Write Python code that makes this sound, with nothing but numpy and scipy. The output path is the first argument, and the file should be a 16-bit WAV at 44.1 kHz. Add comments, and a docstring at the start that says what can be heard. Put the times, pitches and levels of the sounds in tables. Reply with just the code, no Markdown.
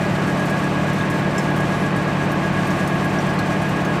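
"""A large gantry milling machine runs steadily in a workshop.
The cutter's teeth drum a low hum out of frame and panels; a slower drive adds a buzz and a
throbbing gear whine. The electrics hum, whistle and squeal, fans and hall rumble,
and metal chips tick and ping onto the guards."""
import sys
import numpy as np
from scipy import signal
from scipy.fft import rfft, irfft
from scipy.io import wavfile

SR = 44100
rng = np.random.default_rng(int(sys.argv[2]) if len(sys.argv) > 2 else 0)


def persist_wave(psi):
    """Save psi, clipped to +-1, as 16-bit WAV."""
    counts = np.round(np.clip(psi, -1, 1) * 32767).astype(np.int16)
    wavfile.write(sys.argv[1], SR, np.atleast_2d(counts).T)


N = 176400
T = np.arange(N) / SR
FREQS = np.maximum(np.fft.rfftfreq(N, 1 / SR), 1)


def from_db(db):
    """Decibels to gain."""
    return 10 ** (np.asarray(db) / 20)


def rms_one(x):
    """Scale to unit rms."""
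    return x / np.sqrt(np.mean(x ** 2) + 1e-20)


def at_hz(points, hz):
    """Read a table on a log-frequency axis."""
    point_hz, value = np.transpose(points)
    return np.interp(np.log(hz), np.log(point_hz), value)


def in_time(points):
    """Read a curve at every sample."""
    return np.interp(T, *np.transpose(points))


def noise(gain):
    """White noise coloured by a gain per frequency."""
    return irfft(rfft(rng.standard_normal(N)) * gain, N)


def drift(rate_hz):
    """Slow random curve, unit rms."""
    return rms_one(noise(1 / (1 + (FREQS / rate_hz) ** 2)))


def narrow_noise(hz, width_hz):
    """Noise twice through a resonance, unit rms."""
    return rms_one(noise(1 / (1 + (2 * (FREQS - hz) / width_hz) ** 2)))


def tone(hz, rms_db):
    """Sine with a wavering level; the waver grows with pitch up to 1 kHz."""
    waver_db = .32 + 1.6 * min(hz / 1000, 1)
    amplitude = np.sqrt(2) * from_db(rms_db + waver_db * drift(rate_hz=2.5))
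    return amplitude * np.sin(2 * np.pi * (hz * T + rng.random()))


def harmonics(base_hz, levels_db):
    """Tones at 1, 2, .. times base_hz."""
    return sum(tone(base_hz * k, db) for k, db in enumerate(levels_db, 1))


def shaft_buzz(shaft_hz, spread_db=2.5, turn_samples=16384):
    """One turn's uneven rattle through the frame, repeated at the shaft rate."""
    # freq_hz, line_db
    spectrum = [(40, -93), (90, -48.5), (180, -49.5), (300, -51.5), (480, -53), (650, -50.5), (870, -54),
                (980, -55.5), (1100, -49), (1350, -61), (1700, -57), (2500, -62.5), (3200, -72)]
    line_hz = shaft_hz * np.arange(1, turn_samples // 2 + 1)
    line_db = at_hz(spectrum, line_hz) + spread_db * np.clip(rng.standard_normal(len(line_hz)), -2, 2)
    in_band = line_hz < spectrum[-1][0]
    partials = from_db(line_db) * in_band * np.exp(2j * np.pi * rng.random(len(line_hz)))
    turn = irfft(np.append(0, partials), turn_samples) * turn_samples / np.sqrt(2)
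    return np.interp(shaft_hz * T % 1, np.arange(turn_samples) / turn_samples, turn)


def spindle(shaft_hz=9.192, teeth=4):
    """Cutter teeth strike evenly and set frame and panels humming."""
    # level_db per harmonic of the tooth rate
    tooth_db = [-65, -54, -43, -26, -28, -36, -37, -39, -34.5, -41, -45, -47, -45, -47]
    # pitch_hz, level_db
    panel_tones = [(45.9, -52), (64.3, -44), (193, -38), (208.3, -47.5), (248.2, -47), (283.3, -45.5),
                   (308.2, -45.5), (349.2, -42), (391.6, -46), (413.6, -42), (432, -47), (478, -46),
                   (533.1, -47), (560.6, -45), (583.2, -44), (597.3, -42), (606.6, -46), (652.4, -43.5),
                   (658.1, -44), (666.5, -47), (689.2, -41), (726, -44), (741.5, -44), (808.8, -48),
                   (833.1, -45), (845.5, -47), (866.4, -48), (882.3, -46), (1066.1, -45.5), (1108.1, -49),
                   (1149.8, -48), (1216.3, -50), (1949.5, -51.5), (1991.1, -53), (2149.4, -54)]
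    cutter = harmonics(shaft_hz * teeth, tooth_db) + shaft_buzz(shaft_hz)
    return cutter + sum(tone(hz, db) for hz, db in panel_tones)


def gear_whine(shaft_hz, teeth=198, base_db=-35.7, swing_db=8.2, peak_s=.055, roughness=.06):
    """Gear mesh swells once a turn and follows the load; uneven teeth add sidebands."""
    # time_s, gain_db
    load = [(0, -4), (.17, -2.5), (.4, 1.5), (.55, 1.3), (.66, -.6), (.85, .5), (1.2, -.3), (1.55, .8),
            (2.4, -.6), (2.57, .8), (3.3, .2), (3.75, -1.2), (3.9, .8)]
    # offset_shaft_orders, level_db
    sidebands = [(-3, -50), (5, -51)]
    mesh_hz = shaft_hz * teeth
    mesh = np.sqrt(2) * np.sin(2 * np.pi * mesh_hz * T) + roughness * narrow_noise(mesh_hz, width_hz=78)
    throb = from_db(swing_db * np.cos(2 * np.pi * shaft_hz * (T - peak_s)))
    whine = from_db(base_db + in_time(load)) * throb / throb.mean() * mesh
    return whine + sum(tone(mesh_hz + order * shaft_hz, db) for order, db in sidebands)


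def drive(shaft_hz=8.331, lobes=7, buzz_gain_db=-3):
    """The slower shaft: gear whine, a low drone at the lobe rate and a buzz."""
    # level_db per harmonic of the lobe rate
    lobe_db = [-56, -43, -35, -54, -37, -44]
    whine = gear_whine(shaft_hz)
    drone = harmonics(shaft_hz * lobes, lobe_db)
    return whine + drone + from_db(buzz_gain_db) * shaft_buzz(shaft_hz)


def electrics(mains_hz=49.987):
    """Mains hum, thin motor whistles and a fine squeal that comes and goes."""
    # level_db per mains harmonic
    mains_db = [-53, -39, -52, -33, -46, -40, -44, -55, -53, -45, -55, -40.5, -44, -54, -54, -55, -47, -42]
    # pitch_hz, level_db
    whistles = [(2406, -50.3), (2482, -50), (4606.5, -61.5), (4629.7, -59.3)]
    # pitch_hz, relative_db
    squeal_tones = [(10158, 0), (12559, -8)]
    # time_s, level_db
    squeal_level = [(0, -74), (.47, -67), (.9, -78), (1.23, -78), (1.4, -63), (1.69, -71), (1.75, -57),
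                    (1.83, -57), (1.88, -67), (2.5, -74), (2.85, -64), (3.3, -72), (3.65, -65.5), (4, -71)]
    squeal = sum(from_db(db) * np.sin(2 * np.pi * hz * T) for hz, db in squeal_tones)
    squeal *= np.sqrt(2) * from_db(in_time(squeal_level))
    return harmonics(mains_hz, mains_db) + sum(tone(hz, db) for hz, db in whistles) + squeal


def hall(colour=1, hiss_from_hz=4800, flicker_db=1.9):
    """Fans and hall: steady rumble, slightly flickering hiss."""
    # freq_hz, density_db (power per Hz)
    spectrum = [(20, -74), (35, -72), (50, -69), (70, -68), (95, -59), (130, -60.5), (160, -61), (190, -59),
                (235, -60.5), (320, -57.5), (480, -61.5), (680, -59.5), (950, -64.5), (1120, -60.5),
                (1350, -64.5), (1480, -62), (1650, -64), (1850, -65), (2100, -68.5), (2450, -68),
                (3200, -72), (4200, -77), (4900, -81.5), (5500, -80.5), (6800, -84), (8000, -84.7),
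                (9700, -89.7), (10500, -98.5), (12500, -90.5), (13500, -108), (15500, -102)]
    gain = colour * from_db(at_hz(spectrum, FREQS)) * np.sqrt(SR / 2)
    hiss_share = 1 / (1 + (hiss_from_hz / FREQS) ** 6)
    flicker = from_db(flicker_db * drift(rate_hz=16))
    return noise(gain * np.sqrt(1 - hiss_share)) + flicker * noise(gain * np.sqrt(hiss_share))


def bursts(start_s, strength, t60_s, attack_s=.0012):
    """Envelope of short skitters: fast rise, exponential decay, overlaps add in energy."""
    heard = start_s < T[-1]
    impacts = np.bincount((start_s[heard] * SR).astype(int), strength[heard] ** 2, N) + 1e-18
    decay = from_db(-60 / (t60_s * SR)) ** 2
    rise = np.exp(-1 / (attack_s * SR))
    energy = signal.lfilter([1], [1, -decay], impacts)
    return np.sqrt(signal.lfilter([1 - rise], [1, -rise], energy))


def chips(small_count=80, small_per_s=7.3, spread_db=2.4, low_cut_hz=4750, gain_db=-9.3):
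    """Chips skitter on the guards, each exciting the modes differently; small ones fall at random."""
    # start_s, strength_db, tilt_db_per_octave
    landings = [(.265, -37, 6), (.3945, -31.5, -3), (.4519, -33, 8), (.4968, -28.5, 1), (.9303, -33.5, 0),
                (1.0999, -27.5, 0), (1.3793, -25.5, -7), (1.5623, -32, 12), (1.603, -31, -1),
                (1.9609, -33, 2), (2.315, -28.5, 2), (2.668, -29.5, 4), (2.7023, -31.5, 0),
                (2.8729, -26.5, 0), (3.0445, -30.5, 5), (3.3887, -29.5, 0), (3.6172, -31.5, -2),
                (3.6895, -33, 1), (3.848, -32, 4)]
    # pitch_hz, relative_db
    modes = [(5350, 4), (5800, 0), (6500, 5), (7300, 3), (8100, 4), (9100, 4.5), (10060, -1), (10890, 2),
             (12200, 2), (13500, -2), (14800, -7)]
    small_start_s = np.cumsum(rng.exponential(1, small_count)) / small_per_s
    small_db = rng.normal(-43, 2.6, small_count)
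    small_tilt = rng.normal(2.1, 2, small_count)
    small = np.column_stack([small_start_s, small_db, small_tilt])
    start_s, strength_db, tilt = np.vstack([landings, small]).T
    mode_hz, mode_db = np.transpose(modes)
    ring = 0
    for hz, db in modes:
        octaves = np.log2(hz / np.median(mode_hz))
        strength = from_db(strength_db + db + tilt * octaves + rng.normal(0, spread_db, len(start_s)))
        ring += bursts(start_s, strength, t60_s=.085) * narrow_noise(hz, width_hz=640)
    ticks = signal.sosfilt(signal.butter(10, low_cut_hz, "high", fs=SR, output="sos"), ring)
    return ticks * from_db(gain_db) / np.linalg.norm(from_db(mode_db))


def pings(gain_db=-8.5):
    """Larger chips ring in tight clusters of modes."""
    # start_s, strength_db, pitch_hz
    landings = [(1.008, -24, 3550), (1.38, -21, 5350), (1.381, -26, 7400), (3.187, -24.5, 5700),
                (3.388, -23, 4220)]
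    ring = 0
    for start_s, db, hz in landings:
        envelope = bursts(np.array([start_s]), from_db([db + gain_db]), t60_s=.065)
        ring += envelope * narrow_noise(hz, width_hz=380)
    return ring


def scene():
    """Machine straight ahead; a faint added left-right difference noise, strongest near 6 kHz."""
    # freq_hz, gain_db
    side_noise_gain = [(1000, -72), (2500, -48.5), (4000, -25), (6200, -10.5), (7500, -24.5), (14000, -28)]
    mid = spindle() + drive() + electrics() + hall() + chips() + pings()
    side = hall(colour=from_db(at_hz(side_noise_gain, FREQS)))
    return np.array([mid + side, mid - side])


def record(dry):
    """Microphone bass roll-off and a steep top cut."""
    low_cut_hz, high_cut_hz = 41, 15550
    thinned = signal.sosfilt(signal.butter(4, low_cut_hz, "high", fs=SR, output="sos"), dry)
    return signal.sosfilt(signal.ellip(12, .1, 90, high_cut_hz, fs=SR, output="sos"), thinned)


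dry = scene()
out = record(dry)
persist_wave(out)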